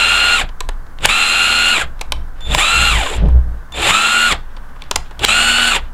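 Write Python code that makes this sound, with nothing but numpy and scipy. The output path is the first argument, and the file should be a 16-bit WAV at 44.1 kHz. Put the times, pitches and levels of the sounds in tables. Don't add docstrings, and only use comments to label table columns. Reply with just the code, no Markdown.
import sys
import numpy as np
from scipy import signal
from scipy.fft import rfft, irfft, next_fast_len
from scipy.io import wavfile
from scipy.ndimage import uniform_filter1d

SR = 44100
rng = np.random.default_rng(int(sys.argv[2]) if len(sys.argv) > 2 else 0)


def transcribe(signal):
    frames = np.atleast_2d(signal).T
    limited = np.clip(frames, -1, 1)
    pcm = np.round(limited * 32767).astype(np.int16)
    wavfile.write(sys.argv[1], SR, pcm)


def decibels_to_gain(level_db):
    exponent = np.asarray(level_db, float) / 20
    return 10 ** exponent


N = 261513
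T = np.arange(N) / SR
SUN_TURNS = 1 + 50 / 7


# trigger, hammer clack and release in seconds, top motor speed in Hz.
RUN_TIMES = [
    (-.3, -.2, .355, 228.5),
    (.98, 1.056, 1.735, 236),
    (2.45, 2.547, 2.89, 229),
    (3.735, 3.91, 4.265, 232),
    (5.195, 5.249, 5.69, 239.3),
]
PLANET_THROB_DB = 2.5


def driver():
    run = np.searchsorted([row[0] for row in RUN_TIMES[1:]], T)
    speed = motor_speed(run)
    level_db, hiss_db = effort(run)
    motor = 2 * np.pi * np.cumsum(speed) / SR
    slack = np.sqrt(np.clip(1 - speed / 222, 0, 1))
    slowing = np.gradient(speed) < 0

    throb_db = PLANET_THROB_DB * slack * slowing * (np.cos(3 * motor / SUN_TURNS) - .3)
    chopped = (np.gradient(speed) > 0) * np.clip(1 - speed / 180, 0, 1)
    loose_db = -4 * slack - 30 * uniform_filter1d(chopped, size=400)
    gears = decibels_to_gain(0.5 + loose_db) * np.clip(speed / 50, 0, 1) * gear_tones(speed, motor, run, slack)

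    sunk_db = slack * np.where(slowing, -25, -3)
    whine = decibels_to_gain(-2 - 5 * slack) * armature_tones(speed, motor, run, sunk_db)
    sparks_db = -2.5 + hiss_db + 2.0 * np.cos(motor) + 1.1 * slow(40)
    sparks = decibels_to_gain(sparks_db) * coloured(rng.standard_normal(N), brush_db)
    gearbox = decibels_to_gain(throb_db) * (gears + rattle(speed, motor, slack))
    return decibels_to_gain(level_db) * (gearbox + whine + sparks)


# start in seconds, motor speed then in Hz, quick rise in seconds,
# speed still to gain in Hz, slow settling in seconds.
FULL_CURRENT = [(-.2, 150, .025, 33, .13), (1.058, 149, .028, 17.5, .6), (2.575, 108.6, .024, 30, .115),
                (3.885, 141, .02, 36, .125), (5.248, 149, .025, 30, .1)]
# time constant in seconds, bend as an exponent, gears silent at in seconds.
SLOWING_DOWN = [(.083, 1.9, .414), (.122, 1.35, 1.822), (.187, 1.23, 3.168), (.097, 2.2, 4.325),
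                (.108, 2.1, 5.762)]


def motor_speed(run):
    trigger, clack, release, top = np.array(RUN_TIMES)[run].T
    full, first, rise, lag, settle = np.array(FULL_CURRENT)[run].T
    brake, bend = np.array(SLOWING_DOWN)[run].T[:2]
    since = np.clip(np.minimum(T, release) - full, 0, None)
    pulled = top - lag * np.exp(-since / settle) - (top - lag - first) * np.exp(-since / rise)
    wound = np.clip((T - trigger) / (full - trigger), 0, 1)
    return wound * pulled * np.exp(-(np.clip(T - release, 0, None) / brake) ** bend)


# first level in dB, swell bend as an exponent, level at the clack in dB,
# hush after it in dB, brush hiss in dB over the gearbox.
START_NOISE = [(-40, 1.1, -9, -14, -13), (-51, 1.34, -2, -14, -11.5), (-38, 1.27, -11.5, -10, -11),
               (-40.5, .35, -6.5, 0, -11), (-29.5, 1.7, -3, -25.5, -11)]
# held level in dB, last level before silence in dB, sag while braking in dB.
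HELD_NOISE = [(-13, -13, -0.9), (-13.5, -16.5, 0.6), (-13, -24, 0.5), (-13.5, -11.5, -1.5),
              (-12.5, -9.5, -3)]
HUSH_S, HUSH_HOLD_S, SURGE_S, SURGE_END_S, SURGE_DB = 0.0027, 0.022, 0.038, 0.078, 3
FADE_DB_PER_S, HISS_FADE_DB_PER_S = 616, 350
HISS_IN_HUSH, HISS_CHOPPED_DB, HISS_BRAKING_DB = 0.65, -5.5, 0.5


def effort(run):
    trigger, clack, release, top = np.array(RUN_TIMES)[run].T
    first_db, bend, clack_db, hush_db, hiss_db = np.array(START_NOISE)[run].T
    silent = np.array(SLOWING_DOWN)[run, 2]
    held_db, last_db, sag_db = np.array(HELD_NOISE)[run].T

    swell = np.clip((T - trigger) / (clack - trigger), 0, 1) ** bend
    after = T - clack
    hush = hush_db * np.interp(after, [0, HUSH_S, HUSH_HOLD_S, SURGE_S], [0, 0.47, 1.0, 0.0073])
    surge = SURGE_DB * np.interp(after, [HUSH_HOLD_S, SURGE_S, SURGE_END_S], [0, 1, 0])
    settled = (held_db - clack_db) * np.clip(after / HUSH_S, 0, 1)
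    braked = np.clip((T - release) / (silent - release), 0, 1)
    gone_s = np.clip(T - silent, 0, None)

    level = first_db + (clack_db - first_db) * swell + settled + hush + surge
    level = level + (last_db - held_db) * braked + sag_db * np.sin(np.pi * braked)
    level = level - FADE_DB_PER_S * gone_s
    hiss = hiss_db - HISS_IN_HUSH * hush + HISS_CHOPPED_DB * (1 - swell)
    hiss = hiss + HISS_BRAKING_DB * (T > release) - HISS_FADE_DB_PER_S * gone_s
    return uniform_filter1d(level, size=100), uniform_filter1d(hiss, size=100)


MESH_CYCLES = [48, 51, 96, 99, 102, 144, 147, 150]
MESH_DB = [(-14, -17, -12, -10, -12), (-8, -10, -7, -4, -9), (-24, -19, -22, -22, -20),
           (-6, -6, -7, -8, -8), (-9, -10, -10, -18, -12), (-33, -27, -24, -30, -27),
           (-28, -23, -16, -30, -26), (-11, -11, -14, -15, -13)]
RUN_OUT_DB = [-9, -7, -12, -12, -6]
RUN_OUT_FELT = [.2, .25, 1, 1, 1, .3, .3, .45]
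FIRST_MESH_PULLED_DB = -14


def gear_tones(speed, motor, run, slack):
    carrier, out = motor / SUN_TURNS, 0
    sides = np.exp(-1j * motor) + 0.15 * np.exp(1j * motor) + 0.16 * np.exp(-3j * motor)
    wobble = decibels_to_gain(np.array(RUN_OUT_DB)[run]) * sides
    chatter = [slow(41) for k in range(4)]
    near_top = np.where(np.gradient(speed) > 0, 1, np.clip(speed / 80 - 1.5, 0, .7))
    for k, (order, levels_db) in enumerate(zip(MESH_CYCLES, MESH_DB)):
        hz = order / SUN_TURNS
        passing_db = .45 * (housing_db(hz * speed) - housing_db(hz * 228)) - slack * order / 45
        pulled_db = FIRST_MESH_PULLED_DB * slack * near_top * (order < 60)
        level_db = np.array(levels_db)[run] + pulled_db + passing_db
        gain = decibels_to_gain(level_db + 1.4 * slow(16.5) + 6.5 * slack * chatter[k % 4])
        angle = order * carrier + k * k + (0.22 + 1.55 * slack) * chatter[(k + 1) % 4]
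        out = out + gain * np.real((1 + RUN_OUT_FELT[k] * wobble) * np.exp(1j * angle))
    return np.sqrt(2) * out


def rattle(speed, motor, slack):
    carrier = motor / SUN_TURNS
    skirts = sum(decibels_to_gain(db) * slow(width_hz) * np.sin(50 * k * carrier)
                 for k, db, width_hz in [(1, -9.0, 157), (2, -11.0, 164), (3, -16.5, 160)])
    bunch_db = (0.2 + 0.25 * slack) * (1.95 * np.cos(3 * carrier + 1.0 * slow(5)) + 3.0 * slow(70))
    blows = rng.standard_normal(N) * decibels_to_gain(2.1 * np.minimum(rng.exponential(1, N), 6.0))
    knocks = decibels_to_gain(-4.5 + bunch_db) * coloured(blows, housing_db)
    growl = decibels_to_gain(-7.0 + 2.5 * slow(40)) * slack ** 2 * band(290, 910)
    return growl + skirts * np.clip(speed / 200, 0, 1) ** 2 + knocks


# frequency in Hz, density in dB per Hz.
HOUSING_COLOUR = [(120, -50.5), (200, -10), (512, -6.5), (616, -6), (818, -7), (943, -6.5), (1350, 2),
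                  (1950, 0), (3540, 5), (4510, -8), (6000, -20), (7800, -53), (13200, -120)]
# frequency in Hz, width in Hz, height in dB.
SHELL_MODES = [(812, 170, 9), (2406, 320, 3.5), (2770, 170, 3.5), (3480, 620, -1)]


def housing_db(hz):
    return at_hz(HOUSING_COLOUR, hz) + sum(resonance_db(hz, *mode) for mode in SHELL_MODES)


ARMATURE_CYCLES = [1, 3, 15, 20, 28, 29, 30, 31, 32, 33, 35, 36, 38, 40, 49, 50]
ARMATURE_DB = [(-27.5, -23.5, -28.5, -19.5, -20.5), (-30, -52, -26.5, -33.5, -23),
               (-40, -34.5, -36, -33, -19), (-57, -29.5, -36, -34, -25), (-31, -32, -38, -35, -35),
               (-31, -27, -22, -33, -39.5), (-28, -29.5, -31, -23, -24.5), (-31, -39, -28, -39, -22),
               (-28, -42, -42, -38, -26), (-30, -37, -35.5, -34, -34), (-33, -33, -17.5, -22, -29),
               (-37, -30, -31.5, -38, -19), (-25.5, -29, -35, -44, -35), (-37, -28, -32, -25, -24),
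               (-36, -28.5, -52, -44, -37), (-36, -38, -30, -33, -34)]
COWL_SHARE = .8


def armature_tones(speed, motor, run, sunk_db):
    waver, out = [slow(4.5) for k in range(4)], 0
    for k, (order, db) in enumerate(zip(ARMATURE_CYCLES, ARMATURE_DB)):
        passing_db = COWL_SHARE * (brush_db(order * speed) - brush_db(order * 228)) * (order > 25)
        level_db = np.array(db)[run] + 2.5 * waver[k % 4] * (order > 1) + sunk_db * (order > 4)
        out = out + decibels_to_gain(level_db + passing_db) * np.sin(order * motor + k * k)
    return np.sqrt(2) * out


# frequency in Hz, density in dB per Hz.
BRUSH_COLOUR = [(2940, -29), (5000, -9.5), (5920, -10.5), (7350, 4), (8610, -2), (10400, -8), (11300, -9.5),
                (12500, -17), (15000, -19.5), (15800, -38.5)]
# frequency in Hz, width in Hz, height in dB.
COWL_MODE = (7190, 640, 4.3)


def brush_db(hz):
    return at_hz(BRUSH_COLOUR, hz) + resonance_db(hz, *COWL_MODE)


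# start in seconds, end in seconds, level in dB.
WHISTLES = [
    (1.003, 1.027, -53),
    (2.405, 2.538, -36),
    (3.72, 3.864, -34),
    (5.193, 5.23, -52),
]
# multiple of the chopper pitch, level in dB.
WHISTLE_PARTIALS = [(1, 0), (2, -17), (3, -27), (4, -31)]
CHOPPER_HZ = 3538


def chopper():
    gate = sum(decibels_to_gain(db) * np.clip((T - a) / .002, 0, 1) * np.clip((b - T) / .015, 0, 1) for a, b, db in WHISTLES)
    turning = sum(np.clip((T - a) / (b - a), 0, 1) ** 2 * (T < b) for a, b, db in WHISTLES)
    blur = (0.4 + 1.3 * turning) * slow(84)
    angle = 2 * np.pi * CHOPPER_HZ * T + blur
    tone = sum(decibels_to_gain(db) * np.sin(k * angle) for k, db in WHISTLE_PARTIALS)
    rough_db = 1.5 * slow(25) + (1 + 5 * turning) * slow(150) + 8.0 * turning
    return np.sqrt(2) * gate * tone * decibels_to_gain(rough_db)


# time in seconds, peak in dB, lows in dB relative to it,
# highs in dB relative to it, length in ms.
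CONTACTS = [(0.4898, -23.5, -10, -18, 2.4), (0.605, -10, -9.5, -3.5, 2.3), (0.689, -11, -5.5, -6, 1.86),
            (0.866, -36.5, -15, -14.5, 1.8), (0.9871, -16, -14, -28, 0.58), (1.0075, -28, -19, -8, 0.97),
            (1.0572, 7, -31, 2, 0.96), (1.993, -25.5, -24, -15, 1.4), (2.0112, -9, -13.5, -3.5, 2.7),
            (2.121, 0, -13, -6, 1.85), (2.407, -30, -9, -5, 2.2), (2.5485, 12.5, -20, -29, 0.56),
            (3.2862, -30, 7, 2, 0.96), (3.722, -22, -10, -4, 1.7), (4.3222, 0.5, -13, -21, 2.2),
            (4.565, -25.5, -10.5, -32, 3.9), (4.763, -41, 3, -16, 1.5), (4.8203, -13.5, -18, -21, 1.54),
            (4.839, -25, -13, -20, 1.3), (4.9115, -1.5, -12.5, -4, 2), (4.9585, 1, -13.5, 1.5, 2.12),
            (5.1089, -25.5, -7.5, -13, 2.5), (5.1926, -13, -17, -8.5, 2.2),
            (5.249, 22.5, -27.5, -4.5, 0.45)]
# low edge in Hz, high edge in Hz, ringing mode in Hz, its level in dB, its t60 in seconds.
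CLICK_PARTS = [
    (283, 1380, 1028, -30.5, 0.031),
    (1910, 4140, 1400, -28, 0.0029),
    (4970, 8130, 9000, -16, 0.00057),
]


def clicks():
    contacts = rng.standard_normal((len(CONTACTS), 3, 900))
    after = np.arange(900) / SR
    out = np.zeros(N)
    for part, (low_hz, high_hz, mode_hz, mode_db, t60) in enumerate(CLICK_PARTS):
        blows = np.zeros(N + 900)
        for (s, db, low_db, high_db, ms), draw in zip(CONTACTS, contacts[:, part]):
            span = after / (0.00078 * max(ms, .5) * [1.8, 1, .8][part])
            gain = decibels_to_gain(db + [low_db + 11.5, 3, high_db][part])
            blows[round(s * SR) - 20:][:900] += gain * span * np.exp(1 - span) * np.tanh(0.86 * draw)
        sos = signal.butter(2, [low_hz, high_hz], "band", fs=SR, output="sos")
        bare = signal.sosfilt(sos, blows[:N] + 1e-18)
        out += bare + decibels_to_gain(mode_db) * ring(blows[:N], mode_hz, t60)
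    return out


# centre in seconds, length in seconds, level in dB.
CLOTH = [
    (.9, 0.22, -66),
    (1.913, .08, -46),
    (2.423, 0.056, -35),
    (3.213, 0.12, -28),
    (3.65, .15, -49),
    (4.45, .15, -51),
    (4.95, 0.46, -41),
    (5.845, .05, -37),
]


def rustle():
    return swells(*np.transpose(CLOTH)) * decibels_to_gain(-14.0 + 3.9 * slow(30)) * band(1100, 3580)


# centre in seconds, length in seconds, sway in dB, mount ring in dB, buffet in dB.
STAND_JOLTS = [(0.132, 0.23, -36, -34.5, -53), (0.445, 0.026, -24, -36, -34), (0.7, 0.045, -19, -36, -49),
               (1.053, 0.048, -23.5, -37, -31), (1.254, 0.017, -34.5, -49, -49),
               (1.562, 0.18, -37.5, -38, -52), (1.858, 0.059, -24.5, -32, -38),
               (2.17, 0.078, -20.5, -25.5, -39), (2.525, 0.061, -20, -21, -23),
               (2.812, 0.065, -31, -19.5, -25.5), (2.961, 0.058, -23.5, -14, -25.5),
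               (3.243, 0.065, -21.5, -9, -15), (3.363, 0.047, -21.5, -5, -25),
               (3.493, 0.081, -26, -21, -35.5), (3.793, .05, -46, -30.5, -39),
               (3.912, 0.034, -32, -36, -35), (4.35, 0.056, -29, -33.5, -34),
               (4.597, 0.15, -27.5, -50, -67), (4.982, 0.047, -26, -31.5, -40),
               (5.221, 0.023, -56.5, -29, -29.5), (5.416, 0.21, -31, -34.5, -45),
               (5.828, 0.052, -24, -30.5, -43)]
SWAY_LONGER_S, BUFFET_SHORTER = 0.084, 0.77
CALM_SWAY_DB, CALM_RING_DB, CALM_BUFFET_DB = -44, -43, -46.5


def stand():
    s, length, sway_db, ring_db, buffet_db = np.transpose(STAND_JOLTS)
    sway = np.sin(2 * np.pi * np.cumsum(19 + 6.9 * slow(8.5)) / SR) + 0.11 * band(34, 43.8)
    angle = 2 * np.pi * np.cumsum(57 + 3.5 * slow(5.3)) / SR
    mount = np.sin(angle) + 0.12 * np.sin(2 * angle)
    buffet = band(57, 170.0) + 0.32 * band(170, 705)
    sway = sway * (decibels_to_gain(CALM_SWAY_DB) + swells(s, length + SWAY_LONGER_S, sway_db))
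    mount = mount * (decibels_to_gain(CALM_RING_DB) + swells(s, length, ring_db))
    buffet = buffet * (decibels_to_gain(CALM_BUFFET_DB) + swells(s, BUFFET_SHORTER * length, buffet_db))
    return np.sqrt(2) * (sway + mount) + buffet


# frequency in Hz, density in dB per Hz.
SHOP_COLOUR = [(88, -49), (150, -49), (226, -2), (413, -12.5), (455, -10), (502, -10), (850, -7),
               (1120, -4.5), (1380, -8), (1500, -3), (2430, -25), (14600, -34), (15800, -32)]
SHOP_DB = -44


def shop_hum():
    return decibels_to_gain(SHOP_DB + 0.4 * slow(18)) * coloured(rng.standard_normal(N), lambda hz: at_hz(SHOP_COLOUR, hz))


def workshop(x, t60, wet_db):
    after = np.arange(SR // 2) / SR
    tail = rng.standard_normal(len(after)) * decibels_to_gain(-60 * after / t60) * np.clip((after - .008) / 0.0005, 0, 1)
    tail = signal.lfilter([1], [1, -.7], tail)
    return x + decibels_to_gain(wet_db) * signal.fftconvolve(x, tail / np.sqrt(np.sum(tail ** 2)))[:N]


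def at_hz(points, hz):
    points_hz, points_db = np.array(points).T
    return np.interp(np.log(np.maximum(hz, 1)), np.log(points_hz), points_db)


def resonance_db(hz, top_hz, width_hz, db):
    return db / (1 + (2 * (hz - top_hz) / width_hz) ** 2)


def rms_one(x):
    return x / np.sqrt(np.mean(x ** 2) + 1e-20)


def slow(rate_hz):
    r = np.exp(-2 * np.pi * rate_hz / SR)
    return rms_one(signal.lfilter([1], [1, -2 * r, r * r], rng.standard_normal(N + SR))[SR:])


def band(low_hz, high_hz):
    sos = signal.butter(3, [low_hz, high_hz], "band", fs=SR, output="sos")
    return rms_one(signal.sosfilt(sos, rng.standard_normal(N + SR))[SR:])


def coloured(x, colour_db):
    size = next_fast_len(N)
    hz = np.arange(size // 2 + 1) * SR / size
    return rms_one(irfft(rfft(x, size) * decibels_to_gain(colour_db(hz)), size)[:N])


def ring(clicks, hz, t60):
    r, w = decibels_to_gain(-60 / (t60 * SR)), 2 * np.pi * hz / SR
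    return signal.lfilter([0, np.sin(w)], [1, -2 * r * np.cos(w), r * r], clicks + 1e-18)


def swells(s, length_s, db):
    return sum(decibels_to_gain(d) * np.exp(-((T - a) / max(w, .005)) ** 2) for a, w, d in zip(s, length_s, db))


def scene():
    tool = workshop(driver() + chopper(), t60=0.18, wet_db=-19.5)
    switches = workshop(clicks(), t60=0.25, wet_db=-19.0)
    return (tool + switches + rustle() + stand() + shop_hum())[None]


def top_cut(x):
    return signal.sosfilt(signal.butter(12, 16010, fs=SR, output="sos"), x)


def record(dry):
    flat = np.clip(dry, -.99, .99)
    dull = signal.sosfilt(signal.cheby2(12, 50, 16500, fs=SR, output="sos"), flat)
    return top_cut(dull)


dry = scene()
out = record(dry)
transcribe(out)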